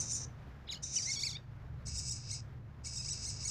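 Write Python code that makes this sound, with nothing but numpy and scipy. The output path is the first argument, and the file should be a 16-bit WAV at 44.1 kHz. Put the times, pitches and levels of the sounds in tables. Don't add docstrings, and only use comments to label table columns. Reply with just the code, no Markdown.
import sys
import numpy as np
from scipy import signal
from scipy.fft import rfft, irfft
from scipy.io import wavfile
from scipy.ndimage import uniform_filter1d

SR = 44100
rng = np.random.default_rng(int(sys.argv[2]) if len(sys.argv) > 2 else 0)


def wav_out(sig):
    wavfile.write(sys.argv[1], SR, np.round(np.clip(np.atleast_2d(sig).T, -1, 1) * 32767).astype(np.int16))


def decibels_to_gain(level_db):
    exponent = np.asarray(level_db, float) / 20
    return 10 ** exponent


N = 154350


def chatter():
    # start_s, end_s, resting_pitch_hz, level_db, level_slope_db_per_s
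    bouts = [
        (-.1, 0.251, 394.4, -42, -9.5),
        (0.819, 1.157, 350.6, -42, 4.5),
        (1.852, 2.404, 397.5, -46.5, -2.5),
        (2.833, 3.6, 416.8, -46, 0.2),
    ]
    # start_db, slope_db_per_s
    bout_top = [(-0.5, -5), (-2.5, -5.5), (4, -25), (-2, -11.5)]
    # top_s, top_pitch_hz, rise_s, fall_s, swell_db
    leaps = [(.001, 1573, 0.072, .02, 9), (0.14, 1782, .031, .021, 7.5), (0.843, 2016, 0.013, .013, 6.5),
             (0.954, 1710, .014, 0.012, 10), (1.121, 1843, .045, .016, 6), (1.879, 2182, .014, .012, 5.5),
             (1.983, 1890, .022, .017, 7.5), (2.110, 1918, .03, .022, 6.5),
             (2.329, 2201, 0.033, 0.021, 11.5), (2.864, 2300, 0.0091, 0.015, 8),
             (2.974, 1908, .024, .016, 7), (3.004, 1289, .025, .03, 5), (3.09, 1161, 0.049, 0.034, 5.5),
             (3.116, 1986, 0.028, .025, 9.5), (3.188, 524.6, .03, 0.055, 2.5),
             (3.28, 2160, 0.042, 0.024, 8), (3.46, 2252, 0.034, 0.038, 9)]
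    # time_s, top_gain_db, gain_above_lowest_strong_band_db
    opening = [(0, 1.5, 0), (.09, -2, 2), (.17, 7, 1.5), (.25, -9.5, 4.5), (.83, 3, -3.5), (.9, 1, -4),
               (1.1, -4, -1.5), (1.86, -2.5, -1), (1.94, -4, 1), (2.02, 1, 3), (2.16, 3.5, 4),
               (2.27, -5, -10), (2.35, 4, -2), (2.41, -7, -3), (2.85, 8, -7), (2.93, 3.5, 0),
               (3.05, 0.5, -2), (3.22, -1, 0), (3.32, 8, -1.5), (3.4, -8, -0.5), (3.49, 9, 1.5)]
    # centre_hz, width_hz, depth_0_to_1
    gaps_chatter = [(3350, 600, .8), (4400, 500, .45), (11450, 2200, .97)]
    # centre_hz, width_hz, level_db
    mouth_early = [(2400, 500, -19), (3800, 250, -10), (4480, 400, -20), (4970, 420, -21.5),
                   (6000, 1100, 3.5), (6930, 330, 2), (8450, 530, -4.5), (8120, 660, -15.5),
                   (9200, 880, -16), (10540, 230, -19.5), (12400, 500, -40), (13200, 500, -41),
                   (14500, 900, -43.5)]
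    # centre_hz, width_hz, level_db
    mouth_late = [(2300, 123, -11), (2647, 350, -12), (4000, 200, -9.5), (5215, 694, 3.5), (5766, 930, 1.5),
                  (6680, 300, 3.5), (7860, 650, 2.5), (8590, 320, -8.5), (9610, 330, -22.5),
                  (11430, 440, -34), (12300, 300, -40), (12900, 420, -26), (14650, 900, -38)]

    t = np.arange(N) / SR
    early = t < 1.5
    rest_hz, level, bout_top_db = np.full(N, 400.), np.zeros(N), np.zeros(N)
    for (start, end, hz, db, slope_db), (top_db, top_slope_db) in zip(bouts, bout_top):
        current = t > start - .05
        rest_hz[current] = hz
        bout_top_db[current] = (top_db + top_slope_db * (t - start))[current]
        level += gate(start, end) * decibels_to_gain(db + slope_db * (t - start))

    flatness, swell_wider = 2.5, 1.695
    skirt_share, skirt_wider = .22, 1.9
    lift, swell_db = 0, 0
    for s, top_hz, rise, fall, db in leaps:
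        away = np.abs(t - s) / np.where(t < s, rise, fall)
        peak = np.exp(-away ** flatness)
        skirt = np.exp(-(away / skirt_wider) ** 2)
        dome = (1 - skirt_share) * peak + skirt_share * skirt
        lift = lift + (np.maximum(top_hz - rest_hz, 0) * dome) ** 4
        swell_db = np.maximum(swell_db, db * np.exp(-(away / swell_wider) ** 2))

    pitch_hz = rest_hz + lift ** .25
    slack = (rest_hz / pitch_hz) ** 2
    shaky_hz = pitch_hz * (1 + .013 * slack * drift(120))
    breath = np.where(early, .12, .2) * slack + .07
    shimmer_db = 1.5 * drift(79)
    source = level * decibels_to_gain(swell_db + shimmer_db) * voice(shaky_hz, breath, count=50)

    linger_s = 0.039
    effort_db = uniform_filter1d(swell_db, int(linger_s * SR))
    source = brighten(source, 6800, -11.5 + 1.55 * effort_db + bout_top_db)
    open_db, round_db = in_time(opening, 0.025)
    source = brighten(source, 7500, open_db)
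    source = brighten(source, 5505, round_db)
    source = cancel(source, gaps_chatter)
    return mouth(source * early, mouth_early) + mouth(source * ~early, mouth_late)


def whine():
    # time_s, pitch_hz, level_db, brightness_db
    short_call = [
        (0.664, 1720, -46, -40),
        (0.674, 1617, -42, -40),
        (0.682, 2252, -48.5, -32),
        (0.69, 3626, -36.5, -27),
        (0.701, 4070, -40, -23),
        (0.711, 3536, -40.5, -5.5),
        (0.724, 2380, -40.5, 0.5),
        (0.756, 1380, -42.5, -8),
        (0.776, 1541, -43.5, -14),
    ]
    long_start = [
        (0.952, 2469, -31, -2),
        (0.96, 2818, -32, 1),
        (0.969, 3078, -34, 0.5),
        (0.977, 2830, -37, 3),
        (0.995, 1967, -46.5, 11.5),
        (1.032, 1555, -43.5, 4.5),
        (1.044, 1622, -47.5, 8.5),
        (1.065, 1997, -49.5, 11),
        (1.075, 2062, -39, -7),
    ]
    long_middle = [
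        (1.075, 2150, -38, -4),
        (1.106, 2232, -37.5, 3),
        (1.115, 1983, -44, 6),
        (1.131, 1550, -48, 14),
        (1.153, 1299, -50, 9),
        (1.162, 1124, -40, -3.5),
        (1.188, 1102, -42.5, -3.5),
        (1.194, 1122, -40, -1),
    ]
    long_end = [
        (1.194, 1110, -40, -9),
        (1.211, 1428, -49, 10),
        (1.235, 2260, -34.5, -4),
        (1.258, 2778, -37, 3),
        (1.269, 2260, -35, -4.5),
        (1.296, 1807, -43, 2.5),
        (1.318, 1230, -43, -2),
        (1.339, 1042, -51, -2),
        (1.352, 1145, -40.5, -13),
        (1.369, 1252, -41.5, -46),
    ]
    # centre_hz, width_hz, level_db
    mouth_chirp = [(2280, 680, -5.5), (2930, 400, -3), (4090, 850, 3.5), (4940, 650, 6.5), (6620, 590, 2.5),
                   (9700, 240, -16), (11000, 350, -20), (12300, 470, -18.5), (13040, 500, -32)]
    # centre_hz, width_hz, level_db
    mouth_wide = [(2184, 620, -5), (2900, 250, -9.5), (4230, 400, -12), (4730, 690, 2), (5770, 590, 4.5),
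                  (7000, 1200, -6.5), (7600, 1400, -35.5), (9200, 600, -22), (10600, 710, -43),
                  (12500, 1200, -43)]
    # centre_hz, width_hz, level_db
    mouth_whine = [(2224, 280, -4.5), (2830, 250, -12.5), (3680, 480, 4), (4470, 690, 6.5),
                   (5600, 380, 6.5), (6470, 1150, 1), (7730, 280, -9), (8830, 500, -21), (9900, 400, -20.5),
                   (11000, 600, -18.5), (12300, 600, -28), (13500, 700, -38), (15000, 600, -31)]
    # centre_hz, width_hz, depth_0_to_1
    gaps_chirp = [(5900, 700, .8), (8500, 1500, .9), (13800, 1500, .8)]
    gaps_wide = [(3500, 1100, .9), (12500, 7000, .85)]
    gaps_whine = [(3150, 300, .6), (9500, 600, .7), (12900, 1200, .8), (14300, 600, .6)]

    t = np.arange(N) / SR
    path = short_call + long_start + long_middle[1:] + long_end[1:]
    pitch_hz, level_db, top_db = in_time(path, 0.0083)
    on = gate(short_call[0][0], short_call[-1][0]) + gate(long_start[0][0], long_end[-1][0])
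    shaky_hz = pitch_hz * (1 + .003 * drift(150))
    shimmer_db = 1.6 * drift(75)
    tone = on * decibels_to_gain(level_db + shimmer_db) * voice(shaky_hz, .03, count=17)

    breath = on * decibels_to_gain(level_db - 7) * rng.standard_normal(N)
    tone = tone + signal.sosfilt(signal.butter(4, 8500, "high", fs=SR, output="sos"), breath)
    tone = brighten(tone, 4400, top_db, order=6)

    long_call = t > .9
    wide = np.clip((1.15 - t) / .03, 0, 1) * long_call
    chirp_part = mouth(cancel(tone * (t < .9), gaps_chirp), mouth_chirp)
    wide_part = mouth(cancel(tone * wide, gaps_wide), mouth_wide)
    whine_part = mouth(cancel(tone * (1 - wide) * long_call, gaps_whine), mouth_whine)

    after = t - 1.369
    smack = decibels_to_gain(-40 - 60 * np.maximum(after, 0) / 0.016) * (after > 0) * rng.standard_normal(N)
    smack = signal.sosfilt(signal.butter(4, [1900, 5600], "band", fs=SR, output="sos"), smack)
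    return wide_part + whine_part + chirp_part + smack


def echoes(x):
    slap_s, t60_s, level_db, cut_hz = 0.037, 0.27, -12.5, 11100
    t = np.arange(SR // 4) / SR
    scatter = np.where(t < slap_s, 1, .4) * decibels_to_gain(-60 * t / t60_s) * (t > .002)
    scatter = scatter * rng.standard_normal(len(t))
    scatter = scatter / np.sqrt(np.sum(scatter ** 2))
    slap = 0.043 * (np.arange(len(t)) == int(slap_s * SR))
    wet = signal.fftconvolve(x, scatter + slap)[:N]
    return decibels_to_gain(level_db) * signal.sosfilt(signal.butter(4, cut_hz, fs=SR, output="sos"), wet)


def background():
    # time_s, firing_rate_hz, level_db
    firing = [(0, 23.26, -49), (.5, 23.12, -50), (1.2, 22.61, -52), (1.9, 22.91, -44), (2.7, 22.53, -49),
              (3.5, 23.18, -46.5)]
    # multiple, level_db
    orders_db = [(1, -10.5), (2, -20), (3, 1), (4, -3), (5, 3.1), (6, -0.5), (7, -25), (8, -23.5)]
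    # centre_s, multiple, length_s, boost_db
    booms = [
        (0.201, 5, .2, 5),
        (2.001, 3, .12, 4),
        (2.549, 3, .2, 4.5),
        (2.882, 3, .1, 5.5),
        (3.074, 6, .1, 10),
    ]
    # frequency_hz, density_db_per_hz
    air_colour = [(170, -5), (200, -6.5), (300, -13), (1680, -19), (2780, -29.5), (5810, -38), (7300, -44),
                  (8200, -50.5), (15600, -49.5)]
    # time_s, level_db
    air_level = [(0.0, -58), (1.5, -61.5), (1.93, -61), (2.14, -63.5), (3.5, -60.5)]

    t = np.arange(N) / SR
    firing_hz, engine_db = in_time(firing)
    turn = 2 * np.pi * np.cumsum(firing_hz * (1 + 0.0078 * drift(2.8))) / SR
    orders = 0
    for k, order_db in orders_db:
        boom_db = sum(db * np.exp(-((t - s) / span) ** 2) for s, m, span, db in booms if m == k)
        level = decibels_to_gain(order_db + boom_db + 3 * drift(3.9))
        phase = k * turn + rng.uniform(0, 2 * np.pi) + 1.36 * drift(5.54)
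        orders = orders + level * np.sin(phase)
    engine = decibels_to_gain(engine_db) * rms_one(orders)

    rumble_band = signal.butter(2, (47, 166), "band", fs=SR, output="sos")
    rumble = signal.sosfilt(rumble_band, rng.standard_normal(N + SR))[SR:]
    rumble = decibels_to_gain(-57 + 2.0 * drift(7.6)) * rms_one(rumble)

    f = np.arange(N // 2 + 1) * SR / N + 1
    air_hz, density_db = np.transpose(air_colour)
    colour = decibels_to_gain(np.interp(np.log(f), np.log(air_hz), density_db)) * (f > air_hz[0]) * (f < air_hz[-1])
    air = rms_one(irfft(rfft(rng.standard_normal(N)) * colour, N))
    air = air * (1 + 0.068 * np.cos(turn))
    air = decibels_to_gain(in_time(air_level)[0] + 1.1 * drift(6.7)) * air
    return engine + rumble + air


def voice(hz, breath, count):
    phase = 2 * np.pi * np.cumsum(hz) / SR
    k = np.arange(1, count + 1)[:, None]
    below_top = np.clip((17000 - k * hz) / 1000, 0, 1)
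    pulses = (np.cos(k * phase) * below_top).sum(axis=0) * np.sqrt(4 * hz / SR)
    breath = np.clip(breath, 0, 1)
    puffs = (1 + np.cos(phase)) * rng.standard_normal(N)
    return np.sqrt(1 - breath) * pulses + np.sqrt(breath * 2 / 3) * puffs


def mouth(x, peaks):
    click = (np.arange(1024) == 0) + 1e-18
    ring = 0
    for hz, width_hz, db in peaks:
        r = np.exp(-np.pi * width_hz / SR)
        peak = [(1 - r * r) / 2, 0, (r * r - 1) / 2, 1, -2 * r * np.cos(2 * np.pi * hz / SR), r * r]
        ring = ring + decibels_to_gain(db) * signal.sosfilt([peak, peak], click)
    ring = signal.sosfilt(signal.butter(6, [1950, 15000], "band", fs=SR, output="sos"), ring)
    return signal.fftconvolve(x, ring / np.sqrt(np.sum(ring ** 2)))[:N]


def cancel(x, gaps):
    for hz, width_hz, depth in gaps:
        x = x - depth * signal.lfilter(*signal.iirpeak(hz, hz / width_hz, fs=SR), x)
    return x


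def brighten(x, edge_hz, top_db, order=3):
    low = signal.sosfiltfilt(signal.butter(order, edge_hz, fs=SR, output="sos"), x)
    return low + decibels_to_gain(top_db) * (x - low)


def gate(start, end):
    attack_s, release_s = 0.018, 0.0029
    t = np.arange(N) / SR
    return np.clip((t - start) / attack_s, 0, 1) * np.clip((end - t) / release_s + 1, 0, 1)


def in_time(rows, smooth_s=.006):
    s, *cols = np.transpose(rows)
    curves = [np.interp(np.arange(N) / SR, s, c) for c in cols]
    return [uniform_filter1d(c, int(smooth_s * SR), mode="nearest") for c in curves]


def drift(hz):
    r = np.exp(-2 * np.pi * hz / SR)
    return rms_one(signal.lfilter([1], [1, -2 * r, r * r], rng.standard_normal(N + SR))[SR:])


def rms_one(x):
    return x / np.sqrt(np.mean(x ** 2) + 1e-20)


def scene():
    calls = chatter() + whine()
    return np.tile(calls + echoes(calls) + background(), (2, 1))


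def band_limit(x):
    return signal.sosfilt(signal.butter(12, 15500, fs=SR, output="sos"), x)


def record(dry):
    return band_limit(dry)


dry = scene()
out = record(dry)
wav_out(out)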